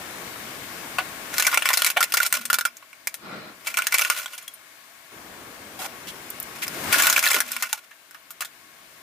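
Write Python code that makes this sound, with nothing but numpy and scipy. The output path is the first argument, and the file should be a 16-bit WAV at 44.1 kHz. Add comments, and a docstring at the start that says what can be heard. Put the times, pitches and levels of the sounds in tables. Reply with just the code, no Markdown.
"""A slowly rolling car tyre crushes a hollow plastic toy on concrete, heard close by in stereo.
Over outdoor rumble and hiss (filtered noise on level curves), seams snap from about 1 s to 3 s: noise
impulses ring the shell and a loose piece amid crackle, with a low tone at 2.3 s. A dull scrape leads to more
snaps near 4 s; a splinter bounces as ringing taps. Scuffs and thin clicks of shaped noise follow near 6 s,
then a last dense burst near 7 s with another low tone, and a few weak snaps after 8 s."""
import sys
import numpy as np
from scipy import signal
from scipy.fft import rfft, irfft
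from scipy.io import wavfile
from scipy.ndimage import uniform_filter1d

SR = 44100
rng = np.random.default_rng(int(sys.argv[2]) if len(sys.argv) > 2 else 0)


def volts_from_decibels(level):
    """Turn decibel levels (scalar or array-like) into linear amplitude factors."""
    exponent = np.asarray(level, float) / 20
    return 10 ** exponent


def dump(signal):
    """Clip the signal to [-1, 1] and save it as 16-bit WAV at the path in sys.argv[1]."""
    limited = np.clip(np.atleast_2d(signal).T, -1, 1)
    pcm = np.round(limited * 32767).astype(np.int16)
    wavfile.write(sys.argv[1], SR, pcm)


N = 397777  # length in samples

# Level curves of the background before the stereo lean: [t/s, rumble level/dB, hiss level/dB]
AIR_LEVELS = [(0, -42.5, -38.5), (1.35, -43, -38), (1.45, -50, -36), (2.6, -59.5, -54), (2.75, -68, -52),
              (3.6, -55, -49.5), (3.8, -57.5, -41.5), (4.3, -66, -50), (5.11, -63.5, -48.5),
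              (5.13, -46, -46), (6.65, -45, -41), (6.9, -32, -30), (6.95, -37.5, -23), (7.03, -44.5, -25),
              (7.75, -69.5, -53.5), (9.02, -58.5, -49)]
# Spectrum of the rumble: [f/Hz, relative density level/dB]
RUMBLE_SPECTRUM = [(22, -44), (45, -7), (120, -1), (290, 3.5), (520, -0.5), (1500, -3.5), (4000, -23)]
# Spectrum of the hiss: [f/Hz, relative density level/dB]
HISS_SPECTRUM = [(300, -20.5), (600, -3.5), (1300, 1), (2300, -1), (5000, -5.5), (13500, -7.5), (16000, -3)]
# Narrow steady bands in the hiss: [f/Hz, width/Hz, relative level/dB]
HISS_BANDS = [(311, 19, 0), (660, 41, 3.5), (1105, 24, 7.5), (1640, 480, -0.5), (2144, 64, 1.5)]
# Stereo likeness of diffuse noise: [f/Hz, left-right correlation]
LIKENESS = [(60, 1), (380, 0.78), (2380, 0.013), (15000, 0.068)]
# Low tones that glide down and linger: [start t/s, end t/s, settled f/Hz, level before fading/dB]
LOW_TONES = [(2.349, 2.76, 235, -47.5), (7.414, 7.724, 236.4, -50)]
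# Dull scrape as the tyre drags on: [t/s, level/dB]
DRAG_LEVEL = [(3.18, -63), (3.25, -39.5), (3.35, -37), (3.5, -42.5), (3.64, -78)]
# Spectrum of the scrape: [f/Hz, relative density level/dB]
DRAG_SPECTRUM = [(35, -50), (60, -30), (186, 2), (641, -5.5), (1400, -7.5), (5000, -18), (9000, -48)]
# Grains of grit popping under the rubber: [t/s, peak level/dB, centre f/Hz]
GRIT_POPS = [(6.303, -16, 12500), (6.401, -12, 13700), (6.428, -18, 12000), (6.639, -22, 12500)]
# Short slides of the toy: [start t/s, length/s, level/dB, body f/Hz]
SLIDES = [(5.784, 0.091, -32, 745), (6.068, 0.046, -36.5, 3070), (6.616, 0.036, -27, 2120)]
# Landings of a hard splinter: [t/s, peak level/dB, extra level of its lowest mode/dB]
LANDINGS = [(4.347, -34, -15), (4.425, -35, -16), (4.478, -29.5, 7), (4.538, -34, -25)]
# Modes of the splinter: [f/Hz, width/Hz, relative level/dB]
SPLINTER_MODES = [(3310, 38, 3), (7000, 36, -4), (9560, 41, -1), (12500, 51, -2)]
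# Modes of the hollow shell: [f/Hz, width/Hz, relative level/dB]
SHELL_MODES = [(313, 22, 2), (632, 130, 1.5), (1080, 170, 1), (1410, 160, 5.5), (1950, 370, -0.5),
               (2470, 270, 0)]
# Spectrum of breaking plastic: [f/Hz, relative density level/dB]
CRACK_SPECTRUM = [(300, -24), (650, -10), (1400, -5.5), (2500, -3.5), (3300, -3), (16000, -4)]
# Pressure of the tread, one list a burst: [t/s, relative crackle level/dB]
TREAD_PRESSURE = [
    [(1.28, -58), (1.35, -31.5), (1.5, -37), (1.9, -30.5), (1.95, -55)],
    [(1.96, -67), (2.25, -28), (2.315, -47.5), (2.34, -24.5), (2.445, -46.5), (2.7, -64)],
    [(3.6, -59), (3.69, -34.5), (3.73, -46), (4.0, -34.5), (4.17, -32.5), (4.25, -42.5), (4.55, -61)],
    [(6.55, -44.5), (6.9, -47), (6.93, -26), (7.19, -29), (7.215, -46), (7.24, -24), (7.37, -29),
     (7.46, -41.5), (7.7, -42.5), (7.85, -54)],
]
# Snapping seams: [t/s, level (6 dB above the loudest 2 ms rms)/dB, ring of the loosened piece f/Hz,
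# brightness 0-1, tearing tail relative to the first crack/dB]
SEAM_SNAPS = [(0.984, -13.5, 730, 0, 10), (0.985, -12, 1140, 0.43, 14), (1.382, -4, 1320, 1, -13),
              (1.398, -5, 1700, 0.97, -5), (1.424, -4.5, 2700, 0.97, -11), (1.448, -13, 2100, .75, 6),
              (1.467, -4.5, 1510, 0.9, 4), (1.528, -14.5, 1180, 0.3, 9), (1.544, -5.5, 2120, 0.81, -6),
              (1.574, -2.5, 2260, 0.68, -14.5), (1.622, -11, 2510, 0.2, -14), (1.656, -7, 2250, 0.5, -1),
              (1.689, -3.5, 1820, 0.9, -12), (1.703, -11, 1040, 0.7, -3), (1.732, -6.5, 2000, 0.94, -25),
              (1.737, -6, 5200, 1, -6), (1.773, -5, 4100, 0.92, -8.5), (1.82, -4.5, 2400, 0.7, -31),
              (1.846, -2, 2160, 1, -15), (1.864, -6.5, 2220, 0.94, 5), (1.902, -7, 2560, 1, -9.5),
              (1.964, -20, 600, 0.1, 3), (1.969, -7.5, 745, 0.3, -5), (1.973, -15.5, 2990, 0.2, 4),
              (2.006, -8, 1297, 0.83, 5), (2.028, -2.5, 2000, 0.96, -10), (2.04, -9.5, 2500, 0.98, -14),
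              (2.122, -9, 2490, 0.99, -12), (2.139, -7, 1420, 0.98, 4), (2.17, -7.5, 2030, 0.95, 2),
              (2.202, -8, 1450, 0.66, -8), (2.231, -6, 2200, 1, -13), (2.264, -9, 9000, 1, -3),
              (2.326, -0.5, 8400, 0.95, -27), (2.34, -13, 2220, 1, 9), (2.454, -13.5, 8650, 1, -6.5),
              (2.501, -7.5, 1350, 0.76, -3), (2.53, -3.5, 1420, 1, -16), (2.542, -5.5, 1370, 0.99, -6),
              (2.586, -9, 1370, 0.96, -5), (2.61, -13.5, 1420, 0.93, -13.5), (2.652, -8.5, 1390, 0.9, -4),
              (2.769, -27.5, 6840, 0.93, -11), (2.826, -35, 1080, 0.35, -11), (2.93, -31, 2200, 0.4, -21),
              (3.072, -8.5, 2180, 0.98, -5), (3.142, -18, 11400, 1, -6), (3.67, -16.5, 2190, 0.87, 9),
              (3.742, -16.5, 2220, 0.6, -12), (3.771, -8.5, 2230, 0.8, 0), (3.787, -10, 1410, 0.77, -10),
              (3.821, -12, 2350, 0.64, -22), (3.869, -5, 1690, 0.98, -11), (3.923, -11, 2120, 0.76, -11),
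              (3.942, -4.5, 1080, 1, -11), (3.945, -8, 2120, 0.85, -5), (3.978, -16, 2380, 0.7, -25),
              (3.984, -5.5, 2570, 1, -19), (3.993, -6, 2260, 0.85, -6), (4.012, -11.5, 2700, .8, -8),
              (4.019, -6, 2590, 0.83, -15), (4.049, -8, 2510, 0.46, -20), (4.059, -25, 2540, 0.2, 8),
              (4.1, -4.5, 1250, 0.92, -8.5), (4.1, -10, 2600, 0.6, -12), (4.259, -19.5, 3300, 0.33, -11),
              (4.333, -26.5, 2730, 0.76, 7), (4.379, -24.5, 2410, 0.99, 2), (4.48, -21.5, 3300, 1, -23),
              (6.68, -14, 5140, 0.96, -33), (6.926, -7.5, 2400, 0.83, 9), (6.943, -5.5, 1600, 0.74, -7),
              (6.984, -8.5, 1630, 0.98, 0), (6.999, -9.5, 1640, 0.86, 11), (7.022, -4, 7000, 0.86, -11),
              (7.034, -10, 2430, 0.98, 4), (7.057, -8, 1400, 0.97, -4), (7.069, -2.5, 1460, 0.92, -5),
              (7.099, -1.5, 6700, 0.94, -11), (7.127, -5, 1580, 0.96, -8), (7.163, -4.5, 2440, 0.3, -14),
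              (7.179, -5.5, 1600, .67, -19), (7.192, -4, 2520, 1, -11), (7.227, -11, 1950, 0.93, -4),
              (7.239, -8, 2450, 0.5, -18), (7.247, -10, 2300, 0.8, -14), (7.257, -8.5, 2450, 1, -9),
              (7.265, -5.5, 1700, 0.6, -15), (7.274, -8, 4100, 0.6, -15), (7.303, -11.5, 2000, 0.94, 6),
              (7.315, -5.5, 2100, 0.96, -16), (7.332, -10, 3020, 0.98, -21), (7.344, -6.5, 420, 1, -3),
              (7.364, -10.5, 269, 0.8, -5), (7.404, -3.5, 1640, 0.97, -5), (7.518, -10.5, 12500, 1, -13),
              (7.565, -13.5, 2350, 0.54, -21), (7.624, -8.5, 2160, 0.99, 1), (7.633, -18, 1480, 0.3, -7),
              (7.729, -5, 870, 1, -14), (7.91, -36.5, 1640, 0.3, -1), (8.11, -32, 1510, 0.98, -10),
              (8.146, -31.5, 1260, 0.4, -10), (8.306, -26, 12900, 0.94, 4), (8.407, -16.5, 1230, 0.97, 2.5),
              (8.418, -19, 1680, 0.85, 1), (8.448, -25, 3500, 0.95, 5)]


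def evened(x):
    """Normalization: scales a signal to rms 1."""
    return x / np.sqrt(np.mean(x ** 2) + 1e-20)


def read(points, hz):
    """Interpolation of a spectrum on a logarithmic frequency axis."""
    f, value = np.transpose(points)
    return np.interp(np.log(hz + 1), np.log(f + 1), value)


def along(rows, column):
    """Linear interpolation of a level curve at every sample; -120 dB outside it."""
    rows = np.array(rows)
    return np.interp(np.arange(N) / SR, rows[:, 0], rows[:, column], -120, -120)


def add(mix, s, sound):
    """Superposition: adds a sound to the mix at time s."""
    part = mix[:, round(s * SR):][:, :sound.shape[1]]
    part += sound[:, :part.shape[1]]


def coloured(x, points):
    """Linear filtering: weights x with a spectrum, then sets rms 1."""
    size = x.shape[-1]
    gain = volts_from_decibels(read(points, np.fft.rfftfreq(size, 1 / SR)))
    return evened(irfft(rfft(x) * gain, size))


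def pair(size, same):
    """Partial correlation: two noises alike in the bass and partly alike in the treble."""
    common, other = rng.standard_normal((2, size))
    treble = signal.lfilter(*signal.butter(2, 1500, "high", fs=SR), other)
    apart = np.clip(1 - same, 0, 1) * treble
    return np.array([common + apart, common - apart])


def ringing(x, modes):
    """Modal resonance: a sum of two-pole resonators, each f/Hz, width/Hz, level/dB."""
    out = np.zeros_like(x)
    for hz, width_hz, db in modes:
        r = np.exp(-np.pi * width_hz / SR)
        poles = [1, -2 * r * np.cos(2 * np.pi * hz / SR), r * r]
        out += volts_from_decibels(db) * signal.lfilter([1 - r, 0, r - 1], poles, x)
    return out


def diffuse(points, patchy_db):
    """Diffuse field: stereo noise alike in the bass, less so in the treble, with drifting patches."""
    frames, hz = N // 256 + 5, np.fft.rfftfreq(1024, 1 / SR)
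    a, b, c, d, patches = rng.standard_normal((frames, 513, 5)).T
    patches = uniform_filter1d(patches, size=10, axis=0)
    patches = evened(uniform_filter1d(patches, size=14, axis=1))
    same = np.clip(read(LIKENESS, hz), -1, 1)[:, None]
    left = a + 1j * b
    right = same * left + np.sqrt(1 - same ** 2) * (c + 1j * d)
    z = np.array([left, right])
    z *= volts_from_decibels(read(points, hz)[:, None] + patchy_db * patches)
    return evened(signal.istft(z, nperseg=1024, noverlap=768)[1][:, :N])


def air():
    """Broadband ambient noise: distant rumble and a fine hiss with narrow resonant bands."""
    left_lag_s = 7e-5  # distant sound reaches the left channel a little later
    bands = evened(ringing(pair(N, 0.068), HISS_BANDS))
    hiss = volts_from_decibels(along(AIR_LEVELS, 2)) * (diffuse(HISS_SPECTRUM, 1.0) + volts_from_decibels(-6.0) * bands)
    rumble = volts_from_decibels(along(AIR_LEVELS, 1)) * diffuse(RUMBLE_SPECTRUM, 1.0)
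    left, right = rumble + hiss
    return np.array([np.roll(left, round(left_lag_s * SR)), right])


def hum(start, end, hz, db):
    """Frequency and amplitude modulation: a soft low tone sags to its pitch, wavers and fades."""
    glide, glide_s = .2, 0.02  # relative excess pitch at the start and its time constant
    rise_s, fade_db_per_s = 0.0091, 59
    t = np.arange(0, end - start, 1 / SR)
    waver = evened(uniform_filter1d(rng.standard_normal(len(t)), size=700))
    fade = signal.windows.tukey(len(t), .1) * (1 - np.exp(-t / rise_s))
    fade *= volts_from_decibels(db - fade_db_per_s * t + 2.9 * waver)
    turns = np.cumsum(hz * (1 + glide * np.exp(-t / glide_s))) / SR
    return np.tile(fade * np.sin(2 * np.pi * turns + waver / 2), (2, 1))


def drag():
    """Friction: rubber and plastic rub dully on the floor, shake the shell and whistle in a thin band."""
    rub = diffuse(DRAG_SPECTRUM, 1.5)
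    shell = evened(ringing(ringing(rub, SHELL_MODES), SHELL_MODES))
    whistle = ringing(rub, [(4090, 60, 6.6)])
    return volts_from_decibels(along(DRAG_LEVEL, 1)) * evened(rub + volts_from_decibels(-9) * shell + whistle)


def tick(db, hz):
    """Impulse excitation: a grain of grit pops under the rubber as a thin high click."""
    t60_s, width_hz = 0.004, 5800
    pop = pair(512, 0.45) * volts_from_decibels(-60 * np.arange(512) / (t60_s * SR))
    for _ in range(2):
        pop = ringing(pop, [(hz, width_hz, 0)])
    return volts_from_decibels(db) * pop / abs(pop.mean(0)).max()


def scuff(length, db, body_hz):
    """Friction-driven resonance: the toy slides with a gritty rub and a hollow body."""
    grit_db, body_db = 2.5, -1.5
    size = round(length * SR)
    grit = volts_from_decibels(grit_db * evened(uniform_filter1d(rng.standard_normal(size), size=120)))
    rub = coloured(pair(size, 0.23), CRACK_SPECTRUM) * grit
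    body = evened(ringing(rub, [(body_hz, 0.36 * body_hz, 0)]))
    return volts_from_decibels(db) * evened(rub + volts_from_decibels(body_db) * body) * signal.windows.tukey(size, .35)


def bounce(db, low_db):
    """Impact excitation: a tiny tap rings the splinter; a flat landing favours its lowest mode."""
    tap_t60_s = 0.0014
    tap = pair(4096, 0.99) * volts_from_decibels(-60 * np.arange(4096) / (tap_t60_s * SR))
    ring = volts_from_decibels(low_db) * ringing(tap, SPLINTER_MODES[:1]) + ringing(tap, SPLINTER_MODES[1:])
    return volts_from_decibels(db) * ring / abs(ring).max()


def pressure():
    """Superposition of load curves: the crackle amplitude under the tread."""
    return sum(volts_from_decibels(along(rows, 1)) for rows in TREAD_PRESSURE)


def crackle(per_s=700, spread_db=7):
    """Random impulse process: tiny cracks of random size puff under the tread and shake the shell."""
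    puff_s = 0.0046  # decay time constant
    happens = rng.random(N) < per_s / SR
    size = volts_from_decibels(spread_db * np.minimum(rng.exponential(1, N), 3)) * happens
    puffs = signal.lfilter([1], [1, -np.exp(-1 / (puff_s * SR))], size) * pair(N, 0.58)
    fizz = coloured(puffs, CRACK_SPECTRUM)
    shell = evened(ringing(fizz, SHELL_MODES))
    return pressure() * (fizz + 0.57 * shell)


def bent_shell():
    """Modal perturbation: each snap bends the shell, moving the pitch and level of its modes."""
    shift, spread_db = 0.062, 2.5  # standard deviations; the shift is relative
    draws = rng.standard_normal((len(SHELL_MODES), 2))
    return [(hz * (1 + shift * a), width_hz, db + spread_db * b)
            for (hz, width_hz, db), (a, b) in zip(SHELL_MODES, draws)]


def loose_piece(drive, piece_hz):
    """Modal resonance: a loosened piece rings at its own pitch and at inharmonic overtones."""
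    ratios, overtone_db, relative_width = np.array((1.8, 2.37, 3.47)), -9.5, 0.068
    width_hz = min(20 * (piece_hz / 1000) ** 3 + 70, piece_hz / 7)  # small pieces ring high and briefly
    ring = ringing(drive, [(piece_hz, width_hz, 0)])
    tones = np.minimum(piece_hz * ratios * rng.uniform(0.9, 1.147, len(ratios)), SR / 3)
    overtones = ringing(drive, [(hz, relative_width * hz, 0) for hz in tones])
    return evened(ring) + volts_from_decibels(overtone_db) * evened(overtones)


def snap(peak_db, piece_hz, bright, tail_db):
    """Brittle fracture: a short crack with a rough tail excites the shell and one loosened piece."""
    crack_s, tear_t60_s = .0011, 0.096  # width of the breaking instant; decay of the tear
    extra_treble_fade_db_per_s = 296  # the hiss of the tear dies before the ringing
    shell_db, pan_spread_db = -2.5, 1  # snaps come from all over the toy
    t = np.arange(5120) / SR
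    # the seam tears unevenly
    grit = volts_from_decibels(2.5 * evened(uniform_filter1d(rng.standard_normal(len(t)), size=60)))
    tail = volts_from_decibels(tail_db - 60 * t / tear_t60_s) * grit * (1 - np.exp(-t / 0.00023))
    noise = coloured(pair(len(t), 0.67), CRACK_SPECTRUM)
    # the crack's noise is kept above the bass, below the piece's pitch
    noise = signal.lfilter(*signal.butter(3, min(piece_hz / 3, 450), "high", fs=SR), noise)
    crack = np.exp(-(t / crack_s) ** 2 / 2)
    drive = noise * (crack + tail)
    direct = noise * (crack + tail * volts_from_decibels(-extra_treble_fade_db_per_s * t))
    shell = signal.lfilter(*signal.butter(2, 4200, fs=SR), ringing(drive, bent_shell()))
    piece = loose_piece(drive, piece_hz)
    bright = np.clip(bright, 0, .995)
    dull = np.sqrt(1 - bright ** 2)
    body = dull * volts_from_decibels(shell_db) * evened(shell) + (0.19 + 0.73 * dull) * evened(piece)
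    fade_out = signal.windows.tukey(2 * len(t), .3)[len(t):]
    sound = (body + bright * evened(direct)) * fade_out
    sound = sound * volts_from_decibels(pan_spread_db * rng.standard_normal() * np.array([[.5], [-.5]]))
    loudest = np.sqrt(uniform_filter1d(sound.mean(0) ** 2, size=88).max())  # over 2 ms
    return volts_from_decibels(peak_db) * sound / (2 * loudest)


def yard(x, t60=0.026):
    """Scattering: sparse decaying echoes from floor, kerb stones and the underside of the car."""
    t = np.arange(6000) / SR
    echoes = rng.standard_normal((2, 6000)) * (rng.random((2, 6000)) < .05)
    tail = echoes * volts_from_decibels(-60 * t / t60) * (t > .002)
    return signal.oaconvolve(x, tail / np.linalg.norm(tail[0]), axes=1)[:, :N]


def leaning(x, lean_db):
    """Interchannel level difference: louder on the left above the bass, by lean_db in the treble."""
    bass = signal.filtfilt(*signal.butter(1, 900, fs=SR), x)
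    return bass + volts_from_decibels(lean_db * np.array([[.5], [-.5]])) * (x - bass)


def scene():
    """Superposition of the toy, its scatter and the scrape over the background."""
    toy = crackle()
    for rows, source in ((SEAM_SNAPS, snap), (SLIDES, scuff), (GRIT_POPS, tick), (LANDINGS, bounce)):
        for s, *settings in rows:
            add(toy, s, source(*settings))
    # the toy's sounds stay above the bass
    toy = signal.sosfilt(signal.butter(2, 250, "high", fs=SR, output="sos"), toy)
    for row in LOW_TONES:
        add(toy, row[0], hum(*row))
    near = toy + volts_from_decibels(-7.5) * yard(toy) + drag()
    return leaning(near, 3) + leaning(air(), 8)  # lean in dB


def band_limit(x):
    """A steep low-pass at the top of the band."""
    return signal.sosfilt(signal.butter(12, 16820, fs=SR, output="sos"), x)


def record(dry):
    """Saturation and band limiting: soft limiting of peaks, a rumble filter, then a treble edge."""
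    ceiling, edge_hz = .85, 15200  # the ceiling is the limiter's asymptote
    limited = dry / (1 + (dry / ceiling) ** 4) ** .25
    held = signal.lfilter(*signal.butter(3, 34, "high", fs=SR), limited)
    edge = signal.firwin(127, edge_hz, window=("kaiser", 6), fs=SR)
    mix = signal.oaconvolve(held, edge[None], "same")
    return band_limit(mix)


dry = scene()
out = record(dry)
dump(out)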